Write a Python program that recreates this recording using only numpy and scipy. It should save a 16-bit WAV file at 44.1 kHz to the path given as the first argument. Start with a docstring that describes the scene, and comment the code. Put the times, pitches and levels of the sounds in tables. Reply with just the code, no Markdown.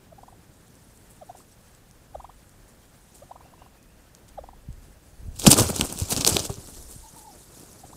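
"""Wild turkeys purr in gliding, swelling tones and step through rustling grass at a wood's edge.
A scuffle breaks out on a hollow plastic decoy: grainy noise makes feather swishes and wing flaps,
damped sines make snaps, thumps and a hollow knock, and the peaks overload the recorder.
Grass and footsteps return and one bird whines softly with a fluttering tone.
Shaped noise makes wind buffets, far rumble and steady hiss; a songbird whistles far away."""
import sys
import numpy as np
from scipy import signal
from scipy.fft import rfft, irfft, next_fast_len
from scipy.io import wavfile
from scipy.ndimage import uniform_filter1d, map_coordinates

SR = 44100
rng = np.random.default_rng(int(sys.argv[2]) if len(sys.argv) > 2 else 0)


def dump(signal):
    """Clip the signal to [-1, 1] and save it as 16-bit WAV at the path in sys.argv[1]."""
    limited = np.clip(np.atleast_2d(signal).T, -1, 1)
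    pcm = np.round(limited * 32767).astype(np.int16)
    wavfile.write(sys.argv[1], SR, pcm)


N = 351036  # length in samples


def amp(db):
    """Decibels to linear amplitude."""
    return 10 ** (np.asarray(db) / 20)


def unit(x):
    """Scales x to an rms of 1."""
    return x / np.sqrt(np.mean(x ** 2) + 1e-20)


def curves(rows):
    """One value per sample for each column after the time."""
    s, *columns = np.transpose(rows)
    return [np.interp(np.arange(N) / SR, s, column) for column in columns]


def wobble(rate):
    """A smooth random curve, rate knots a second."""
    knots = rng.standard_normal(int(N * rate / SR) + 4)
    return map_coordinates(knots, [np.arange(N) * rate / SR])


def filtered(x, response):
    """Weights the spectrum of x by a function of frequency in Hz."""
    size = next_fast_len(N + 8192)
    spectrum = rfft(x, size) * response(np.fft.rfftfreq(size, 1 / SR))
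    return irfft(spectrum, size)[..., :N]


def gain_at(spectrum):
    """The gain through (Hz, dB) points, read on a log frequency axis."""
    f, db = np.transpose([(1, -120), *spectrum, (SR / 2, -120)])
    return lambda hz: amp(np.interp(np.log(hz + 1), np.log(f), db))


def noise(spectrum, grain_db, grain_rate, patchy_db):
    """Noise of rms 1, broken into grains, with patches of random gain, coloured by (Hz, dB) points."""
    grains = rng.standard_normal(N) * amp(grain_db * wobble(grain_rate))
    z = signal.stft(grains, nperseg=256)[2]
    # Smoothing over frequency, then time, turns random gains into patches
    patches = uniform_filter1d(rng.standard_normal(z.shape), 6, 0)
    patches = uniform_filter1d(patches, 4, 1)
    x = signal.istft(z * amp(patchy_db * unit(patches)), nperseg=256)[1][:N]
    return unit(filtered(x, gain_at(spectrum)))


def add(out, s, x):
    """Mixes x into out, centred on second s."""
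    i = round(s * SR) - len(x) // 2
    out[i:i + len(x)] += x[:N - i]


# Puffs of air on the microphone port. Each row: time of peak in seconds, level in dB, fall time in seconds.
GUST_PUFFS = [(2.163, -50, 0.082), (4.41, -52, 0.083), (4.7, -41.5, 0.085), (5.26, -36.5, 0.095),
              (5.487, -30, .04), (5.63, -39, 0.056), (5.83, -31, 0.027), (6.15, -48, .3), (6.78, -48, 0.19)]
CALM_DB, GUST_RISE = -60, 0.48  # wind between puffs; rise time over fall time


def gusts():
    """A calm wind with puffs that rise and die away exponentially."""
    t = np.arange(N) / SR
    wind = np.full(N, amp(CALM_DB))
    for s, db, fall in GUST_PUFFS:
        wind += amp(db) * np.exp(-np.abs(t - s) / np.where(t < s, GUST_RISE * fall, fall))
    return wind


# Colour of wind on the port. Each row: frequency in Hz, relative gain in dB.
BUFFET_COLOUR = [(12, -22), (25, -4.5), (60, -3.5), (100, -19)]


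def wind_buffet():
    """Wind buffets the microphone port: very low noise rides on the gusts."""
    level = gusts() * amp(1.3 * wobble(14.0))
    return level * noise(BUFFET_COLOUR, grain_db=0.1, grain_rate=20, patchy_db=-1.3)


# Level of the far rumble. Each row: time in seconds, level in dB.
RUMBLE_LEVEL = [(0, -55), (0.68, -57), (5.09, -56), (5.3, -51.5), (6.6, -53.5), (6.742, -54), (7.076, -61),
                (7.96, -52.5)]
# Colour of the far rumble. Each row: frequency in Hz, relative gain in dB.
RUMBLE_COLOUR = [(50, -6), (90, 0.5), (160, -2), (430, -11.5), (800, -21.5)]


def tree_rumble():
    """Wind in far trees: low noise that slowly swells and sinks."""
    level = amp(curves(RUMBLE_LEVEL)[0] + 0.89 * wobble(11))
    return level * noise(RUMBLE_COLOUR, grain_db=0.76, grain_rate=50, patchy_db=0.5)


# Colour of the steady hiss. Each row: frequency in Hz, relative gain in dB.
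AIR_COLOUR = [(250, -23), (500, -0.5), (850, -2), (1100, -5), (1750, -5), (2060, -8.5), (3800, -12),
              (10000, -15.5), (15500, -16)]


def air_hiss():
    """Broad steady noise under everything."""
    return amp(-61) * noise(AIR_COLOUR, grain_db=.8, grain_rate=25, patchy_db=.8)


# Rustle of walking in grass. Each row: time in seconds, level in dB.
WALK_LEVEL = [(0, -71), (0.8, -63.5), (1.7, -65), (2.05, -69.5), (2.3, -64), (2.67, -67.5), (3.13, -63),
              (3.7, -69), (4.55, -69.5), (5.3, -63), (6.6, -49), (6.804, -49), (7.1, -54.5), (7.96, -55.5)]
# Feet pressing the turf. Each row: time in seconds, level in dB.
FOOT_LEVEL = [(6.6, -55.5), (6.69, -55), (6.85, -58), (7.1, -64), (7.15, -53), (7.25, -66), (7.36, -56.5),
              (7.42, -64), (7.584, -55), (7.75, -56.5), (7.85, -56), (7.96, -61)]
# Colour of brushed grass. Each row: frequency in Hz, relative gain in dB.
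GRASS_COLOUR = [(1180, -42), (2000, -11), (2160, -37), (2700, -18.5), (3700, -11), (8290, -2.5),
                (11600, -8.5), (15500, -20)]
# Colour of bodies and feet pressing. Each row: frequency in Hz, relative gain in dB.
BODY_COLOUR = [(200, -6), (320, -4), (1000, -14.5), (1750, -17.5), (2300, -20.5)]


def walking():
    """Blades rub in a bright grainy rustle; later, feet press the turf in duller noise."""
    t = np.arange(N) / SR
    walk = amp(curves(WALK_LEVEL)[0] + 1.2 * wobble(25))
    grass = walk * noise(GRASS_COLOUR, grain_db=1.0, grain_rate=1100, patchy_db=3.0)
    press = (t > FOOT_LEVEL[0][0]) * amp(curves(FOOT_LEVEL)[0] + 2.5 * wobble(70))
    return grass + press * noise(BODY_COLOUR, grain_db=3, grain_rate=300, patchy_db=1.2)


# The scuffle. Each row: time in seconds, feather hiss level in dB, wing flap level in dB.
SCUFFLE_LEVEL = [(5.3, -70, -47), (5.39, -47.5, -53), (5.445, -31.5, -35), (5.488, -25, -40),
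                 (5.56, -29, -33), (5.61, -28, -24.5), (5.676, -35, -32), (5.834, -38, -42.5),
                 (5.936, -42.5, -41.5), (6.106, -40, -48), (6.24, -35, -54), (6.316, -30.5, -30.5),
                 (6.458, -40, -46), (6.6, -54, -58)]
# Colour of feather barbs. Each row: frequency in Hz, relative gain in dB.
FEATHER_COLOUR = [(1500, -54), (2290, -8), (2770, -4.5), (7100, 2), (8340, 2.5), (9800, -2.5), (15500, -13)]
# Colour of wing flaps. Each row: frequency in Hz, relative gain in dB.
FLAP_COLOUR = [(35, -20), (86, 15), (230, -9), (330, -16), (500, -33)]
BODY_DB, BODY_GROWS = -39.5, 1.35  # bodies colliding: level at the median hiss; swings wider than the hiss


def scuffle():
    """Hiss of feathers, colliding bodies and low wing flaps run together as three noises."""
    hiss_db, flap_db = curves(SCUFFLE_LEVEL)
    body_db = BODY_DB + BODY_GROWS * (hiss_db - np.median(SCUFFLE_LEVEL, axis=0)[1])
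    hiss = amp(hiss_db + 2.5 * wobble(60))
    hiss = hiss * noise(FEATHER_COLOUR, grain_db=4.5, grain_rate=2000, patchy_db=2.2)
    body = amp(body_db + 1.5 * wobble(60))
    body = body * noise(BODY_COLOUR, grain_db=2.5, grain_rate=500, patchy_db=.7)
    flap = amp(flap_db + 1.3 * wobble(30))
    flap = flap * noise(FLAP_COLOUR, grain_db=0.5, grain_rate=230, patchy_db=5.0)
    return hiss + body + flap


def commotion():
    """Walking gives way to the scuffle and returns after it, with short crossfades."""
    t = np.arange(N) / SR
    edge = np.minimum(t - SCUFFLE_LEVEL[0][0], SCUFFLE_LEVEL[-1][0] - t)
    fight = np.clip(edge / 0.025, 0, 1)
    return fight * scuffle() + (1 - fight) * walking()


# Turkey purr notes. Each row: time of peak in seconds, level in dB, length in seconds,
# nominal start pitch in Hz, nominal end pitch in Hz.
PURR_NOTES = [(0.1282, -42, 0.014, 670, 622), (0.187, -43, .011, 760, 830),
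              (0.2337, -39.5, 0.0082, 650, 1000), (0.2839, -42, .01, 730, 1056),
              (0.3286, -45, .008, 660, 937), (1.2282, -37, 0.021, 760, 570), (1.303, -35, 0.016, 790, 684),
              (1.3085, -43, 0.007, 720, 1006), (1.3513, -40, 0.0064, 620, 914),
              (1.4051, -49.5, 0.0065, 940, 1310), (2.1556, -28.5, 0.014, 796, 580),
              (2.2023, -36.5, .01, 740, 1105), (2.2469, -36.5, 0.012, 770, 1140),
              (2.2965, -41.5, 0.011, 770, 1210), (3.2266, -38.5, 0.015, 560, 647),
              (3.299, -48, 0.0068, 750, 726), (3.3135, -32.5, 0.01, 644, 943),
              (3.359, -36.5, 0.01, 600, 1080), (3.4087, -45, 0.01, 773, 1070),
              (3.4574, -49, .015, 630, 864), (3.529, -50, 0.011, 600, 680),
              (3.5389, -44.5, 0.0058, 866, 1080), (3.579, -51, .005, 900, 990),
              (3.62, -40, 0.0054, 630, 1100), (3.6629, -45, 0.0069, 700, 1130),
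              (4.3897, -31, 0.019, 808, 521), (4.4401, -37, .008, 570, 876),
              (4.4892, -36.5, 0.0039, 740, 977), (4.5342, -46.5, .008, 730, 920),
              (7.8392, -41.5, 0.01, 740, 830), (7.9328, -42.5, 0.01, 800, 1125)]
RISE_UP, RISE_DOWN = 0.402, 0.65  # share of a note spent swelling, for upward and downward glides
GLIDE_MID, GLIDE_SPAN = 0.5, 0.27  # middle and width of the glide as shares of the note
BEAK_HZ, BEAK_WIDTH_HZ, BEAK_DB = 1170, 200, 13  # a resonance that lifts the second partial of low notes
THROAT_FROM_HZ = 850  # higher notes drive the throat resonance harder
TRAIL_S, TRAIL_DB = .004, -9  # upward glides get a fainter copy just behind, so that they beat
WAVER_HZ = 25  # how far a note's pitch wanders


def notes(table, unsteady_db, overtone_db, throat_db, flick_hz):
    """Short tones that swell and glide; beak and throat resonances lift their overtones."""
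    out, t = np.zeros(N), np.arange(-.1, .1, 1 / SR)
    waver = np.tile(WAVER_HZ * wobble(250), 2)
    for s, db, length, start_hz, end_hz in table:
        upward = end_hz > start_hz
        rise = length * (RISE_UP if upward else RISE_DOWN)
        fall = length - rise
        glide = np.tanh(((t + rise) / length - GLIDE_MID) / GLIDE_SPAN)
        hz = (start_hz + end_hz) / 2 + 0.6 * (end_hz - start_hz) * glide
        # Upward glides flick higher still as they fade
        hz += flick_hz * upward * np.clip(t / fall - .8, 0, 2)
        beak = np.exp(-((2 * hz - BEAK_HZ) / BEAK_WIDTH_HZ) ** 2)
        second = amp(overtone_db + BEAK_DB * beak)
        phase = 2 * np.pi * np.cumsum(hz + waver[round(s * SR):][:len(t)]) / SR
        swell = np.exp(-1.15 * np.abs(t / np.where(t < 0, rise, fall)) ** 2.5)
        # Partials 3 to 6 are heard where they fall near 3500 Hz
        throat = sum(np.sin(k * phase) * np.exp(-((k * hz - 3500) / 500) ** 2) for k in range(3, 7))
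        throat = amp(throat_db) * (hz / THROAT_FROM_HZ) ** 2 * throat
        tone = amp(db) * swell * (np.sin(phase) + second * np.sin(2 * phase) + throat)
        add(out, s, tone)
        add(out, s + TRAIL_S, amp(TRAIL_DB) * upward * tone)
    return out * amp(unsteady_db * wobble(220))


def purrs():
    """Turkey purrs: quick low notes, coloured by beak and throat."""
    return notes(PURR_NOTES, unsteady_db=1.8, overtone_db=-28.5, throat_db=-27, flick_hz=250)


# Feathers and grass brushed. Each row: time of peak in seconds, level in dB, length in seconds,
# share of bright barbs in dB, share of the body under them in dB.
BRUSHES = [(0.233, -63.5, 0.048, -4, -15), (0.964, -64, 0.049, 2, -19), (1.1085, -56, 0.025, 3, -2),
           (1.384, -55, 0.053, -1.5, -1.5), (2.691, -57.5, 0.021, -2, -13), (3.162, -53.5, 0.039, -1.5, -5),
           (4.286, -53.5, .013, -4, -20), (4.843, -61, .042, -2.4, -5), (5.398, -34.5, 0.016, -2.5, -11.5),
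           (5.47, -7.5, 0.0087, -6.5, -3), (5.5062, -13.5, 0.007, -1, -8), (5.515, -8, 0.011, -3, -12),
           (5.532, -21, 0.0063, -15, 5), (5.5913, -19, 0.034, -2.5, 0.5), (5.696, -35, 0.012, 1, 8),
           (5.762, -34, 0.013, -1.5, -1.5), (5.797, -32, 0.005, -4, 6), (5.817, -34, 0.019, -3.5, 6.5),
           (5.85, -32.5, 0.013, 2, -0.5), (5.9, -41, 0.013, -5, 1), (5.927, -38.5, 0.014, 2, 0.5),
           (6.018, -35, 0.02, -3.5, -5), (6.054, -49, .016, -7.6, -11), (6.099, -42, 0.0092, 10, 3),
           (6.108, -23.5, 0.0078, -2.5, -12), (6.125, -23, 0.019, -3.5, -4),
           (6.177, -26.5, 0.011, -6, -0.5), (6.212, -22, 0.0091, -14, -5), (6.2737, -19, 0.017, -2.5, -6),
           (6.296, -24.5, 0.014, -1.5, -4.5), (6.33, -32.5, .012, -18, -11), (6.3664, -28, 0.012, -23, 2.5),
           (6.396, -28, 0.012, -14, -10), (6.454, -35, 0.012, -1.5, -4.5), (6.455, -34.5, 0.0073, -6, -4),
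           (6.502, -48, 0.022, -3, 10.5), (6.58, -52.5, 0.031, -8, 4), (6.689, -47, 0.023, -0.5, 0),
           (6.743, -50, 0.017, -4, -12), (6.774, -50.5, 0.014, -3, 0), (6.813, -56, .045, 0, -19),
           (6.917, -48, 0.064, -.6, -7.5), (7.186, -49.5, 0.058, -1, -7.5), (7.365, -67, .045, -1, 6),
           (7.61, -52, 0.11, -1.5, -4.5)]
BRUSH_RISE = 0.4  # share of a brush's length that sets its rise


def swishes():
    """Each brush opens three layers of grainy noise: dull and bright barbs and the body under them."""
    dull, bright, body = np.zeros(N), np.zeros(N), np.zeros(N)
    t = np.arange(-.12, .12, 1 / SR)
    for s, db, length, bright_db, body_db in BRUSHES:
        rise, fall = BRUSH_RISE * length, (1 - BRUSH_RISE) * length
        shape = np.where(t < 0, np.exp(-.7 * (t / rise) ** 2), np.exp(-.75 * t / fall))
        shape = amp(db) * shape
        # The dull layer takes the power that the bright one leaves
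        add(dull, s, shape * np.sqrt(np.clip(1 - amp(2 * bright_db), .02, 1)))
        add(bright, s, shape * amp(bright_db))
        add(body, s, shape * amp(body_db))
    barbs = noise(FEATHER_COLOUR, grain_db=5.5, grain_rate=2600, patchy_db=1.5)
    low = filtered(barbs, lambda hz: 1 / (1 + (hz / 7800) ** 12))
    under = noise(BODY_COLOUR, grain_db=2.5, grain_rate=600, patchy_db=.7)
    return dull * unit(low) + bright * unit(barbs - low) + body * under


SMALL_SNAPS, SMALL_HZ = 50, 7000  # how many chance snaps; their typical centre
SMALL_OVER_DB, SMALL_SPREAD_DB = 8, 3.5  # their level over the rustle; its random spread


def small_snaps():
    """Chance snaps whose size follows the rustle of grass and feathers: rows as the main snaps."""
    chance = rng.standard_normal((SMALL_SNAPS, 2))
    s = rng.uniform(.02, N / SR - .02, SMALL_SNAPS)
    rustle_db = np.maximum(curves(WALK_LEVEL)[0], curves(SCUFFLE_LEVEL)[0])[(s * SR).astype(int)]
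    db = rustle_db + SMALL_OVER_DB + SMALL_SPREAD_DB * chance[:, 0]
    return np.c_[s, db, SMALL_HZ * np.exp(.18 * chance[:, 1])]


# Quill and stem snaps. Each row: time in seconds, level in dB, centre frequency in Hz.
MAIN_SNAPS = [(0.6815, -40, 8700), (0.7545, -36, 8200), (0.9755, -35, 8900), (1.1192, -41, 12000),
              (1.3808, -42, 7800), (1.7503, -36, 7600), (1.9119, -34.5, 7060), (2.4944, -36, 8100),
              (2.8548, -41, 10000), (3.8288, -38, 7000), (4.1504, -30.5, 6260), (4.7282, -37, 7650),
              (5.3974, -13.5, 7150), (5.4197, -17, 3650), (5.46, -12, 7000), (5.4665, 4, 3100),
              (5.529, 3.8, 5250), (5.5417, 1, 7800), (5.5687, -8, 8300), (5.5855, -12, 7500),
              (5.5941, -11, 7300), (5.5983, 2, 6360), (5.6075, -7, 8900), (5.6211, -22, 6780),
              (5.7033, -7, 9050), (5.7959, -13, 6900), (5.7635, -7.5, 7800), (5.811, -5.5, 6200),
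              (5.8116, 0, 3130), (5.9266, -14, 8500), (5.9893, -9.5, 9600), (6.0007, -9.5, 8100),
              (6.0236, -27, 7200), (6.1266, -6, 6700), (6.1653, -4, 5070), (6.177, -20, 6200),
              (6.209, -20, 4450), (6.1956, -26, 5200), (6.2167, -20, 5070), (6.2487, 2.2, 4230),
              (6.2662, 3.3, 5000), (6.2718, -20, 5500), (6.2752, 2, 6030), (6.2769, 6, 5950),
              (6.2987, -11, 8500), (6.3684, 1.5, 3680), (6.3948, -9.5, 5750), (6.4485, -22, 6500),
              (6.6745, -26, 7800), (6.8265, -29, 9000), (7.5833, -35, 7600), (7.6633, -33, 8000),
              (7.7312, -29, 8460)]
# Colour of the cracks in a snap. Each row: frequency in Hz, gain in dB.
STEM_COLOUR = [(1500, -30), (2500, -13), (8300, 2), (11000, -7), (15500, -11)]
KICK_DB = -26  # the low kick under a snap


def snaps():
    """A snap is a few damped cycles at its centre, a spatter of noise cracks and a low kick."""
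    out, cracks = np.zeros(N), np.zeros(N)
    t = np.arange(-.01, .01, 1 / SR).clip(0)
    rows = np.r_[MAIN_SNAPS, small_snaps()]
    spatter = rng.standard_normal((len(rows), len(t)))
    for (s, db, hz), puff in zip(rows, spatter):
        ring = np.sin(2 * np.pi * hz * t) * np.exp(-t * hz / 1.35) * np.tanh(t * hz / 0.23)
        kick = amp(KICK_DB) * np.sin(2 * np.pi * 700 * t) * np.exp(-t / 0.002)
        add(out, s - .0004, amp(db) * (ring - kick))
        add(cracks, s - .0006, amp(db - 10.0) * puff * (t > 0) * np.exp(-t / 0.0017))
    return out + filtered(cracks, gain_at(STEM_COLOUR))


# Far whistles. Each row: time of peak in seconds, level in dB, length in seconds,
# nominal start pitch in Hz, nominal end pitch in Hz.
SONG_NOTES = [(3.43, -66, .07, 2340, 2800), (3.595, -65, .055, 2650, 2980), (3.78, -69, .06, 2430, 2620),
              (3.895, -70, .046, 2500, 2800)]


def songbird():
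    """A far bird's nearly pure whistles, each gliding upward."""
    return notes(SONG_NOTES, unsteady_db=2.5, overtone_db=-40, throat_db=-60, flick_hz=0)


def radiated(hz):
    """Ground contact radiates little below about 34 Hz."""
    return 1 / (1 + (34.4 / (hz + 1)) ** 2)


# Feet, wing pushes and blows. Each row: time of peak in seconds, level in dB, pitch in Hz.
CONTACTS = [(4.6893, -25.5, 125), (4.706, -26, 55), (4.784, -37, 69), (5.235, -31, 65), (5.2844, -24.5, 87),
            (5.454, -12, 520), (5.4775, 6.5, 192), (5.482, -6.5, 92), (5.4912, -7, 148), (5.5251, -12, 163),
            (5.5427, -18, 142), (5.5673, -29, 150), (5.586, -22, 142), (5.6171, -10, 238), (5.641, -29, 85),
            (5.7079, -16.5, 170), (5.7978, -17, 179), (5.826, -20.5, 133), (5.9262, -32, 166),
            (5.9598, -30.5, 177), (5.9863, -40, 154), (6.0226, -13, 87.5), (6.0335, -24, 91),
            (6.1284, -19, 145), (6.168, -20, 111), (6.1963, -19, 128), (6.2504, -22, 160),
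            (6.282, -34, 256), (6.3016, -31, 158), (6.3496, -16.5, 180), (6.4072, -24, 105),
            (6.498, -20.5, 624), (6.5032, -18, 102), (6.5855, -28, 101), (6.89, -47, 45),
            (6.9638, -32.5, 123), (7.139, -37, 151), (7.61, -35.5, 220), (7.634, -35, 302),
            (7.8523, -37, 125)]
THUMP_RISE, THUMP_FALL = 0.29, 0.49  # in cycles of its own pitch


def thumps():
    """Soft contact: one or two low cycles, a short dip in pressure, then a push."""
    out, t = np.zeros(N), np.arange(-.08, .08, 1 / SR)
    for s, db, hz in CONTACTS:
        shape = np.exp(-np.where(t < 0, (t * hz / THUMP_RISE) ** 2, t * hz / THUMP_FALL))
        add(out, s, amp(db) * shape * np.sin(2 * np.pi * hz * t + 1.62))
    return filtered(out, radiated)


# Knocks on the hollow decoy. Each row: time in seconds, level in dB.
KNOCKS = [(6.496, -31), (6.581, -44)]
# Ringing modes of the shell. Each row: frequency in Hz, relative level in dB, 60 dB decay time in seconds.
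SHELL_MODES = [(396, 2.5, 0.15), (820, -24, 0.16)]


def decoy_knocks():
    """A knock rings the modes of the hollow shell as decaying sines."""
    out, t = np.zeros(N), np.arange(-.2, .2, 1 / SR).clip(0)
    for s, db in KNOCKS:
        for hz, level, t60 in SHELL_MODES:
            add(out, s, amp(db + level - 60 * t / t60) * np.sin(2 * np.pi * hz * t))
    return filtered(out, radiated)


# Two soft whines, a list of rows each. Each row: time in seconds, pitch in Hz, level in dB.
WHINE_CURVES = [
    [(7.02, 880, -60), (7.05, 880, -49.5), (7.08, 894, -52), (7.1, 850, -69)],
    [(7.13, 866, -67), (7.175, 900, -47), (7.203, 836, -59), (7.25, 877, -47.5), (7.3, 815, -48),
     (7.33, 730, -59), (7.352, 610, -56), (7.375, 500, -59)],
]


def whine():
    """A soft clear tone whose pitch and level flutter together at about 37 Hz."""
    out, t = np.zeros(N), np.arange(N) / SR
    for rows in WHINE_CURVES:
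        hz, db = curves(rows)
        flutter = np.sin(2 * np.pi * 37 * t + 0.87 * wobble(24))
        gate = np.clip(np.minimum(t - rows[0][0], rows[-1][0] - t) / 0.01, 0, 1)
        level = gate * amp(db + 2.0 * flutter + 2.1 * wobble(90))
        out += level * np.sin(2 * np.pi * np.cumsum(hz * (1 + 0.053 * flutter)) / SR)
    return out


def tree_echo(x, t60):
    """A diffuse answer from the trunks: decaying noise that begins after 12 ms."""
    t = np.arange(SR // 2) / SR
    tail = rng.standard_normal(len(t)) * amp(-60 * t / t60) * (t > .012)
    return signal.fftconvolve(x, tail / np.linalg.norm(tail))[:N]


def mic_notch(hz):
    """The microphone's colour: near sounds are hollowed by a notch around 1900 Hz."""
    return amp(-8 * np.exp(-((hz - 1900) / 380) ** 2))


def scene():
    """Mixes the voices, near contacts, rustle, echoes and weather."""
    calls = purrs() + whine()
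    song = songbird()
    near = filtered(swishes() + snaps() + thumps() + decoy_knocks(), mic_notch)
    rustle = filtered(commotion(), mic_notch)
    echo = amp(-24) * tree_echo(calls, t60=.3)
    echo += tree_echo(song, t60=.45)  # as strong as the far song itself
    echo += amp(-20) * tree_echo(near, t60=.12)
    weather = wind_buffet() + tree_rumble() + air_hiss()
    return (calls + song + near + echo + rustle + weather)[None]


def record(dry):
    """The loudest blows clip just under full scale; nothing passes above the band limit."""
    clipped = dry / (1 + np.abs(dry / .96) ** 16) ** (1 / 16)
    return filtered(clipped, lambda hz: hz < 15640)


dry = scene()
out = record(dry)
dump(out)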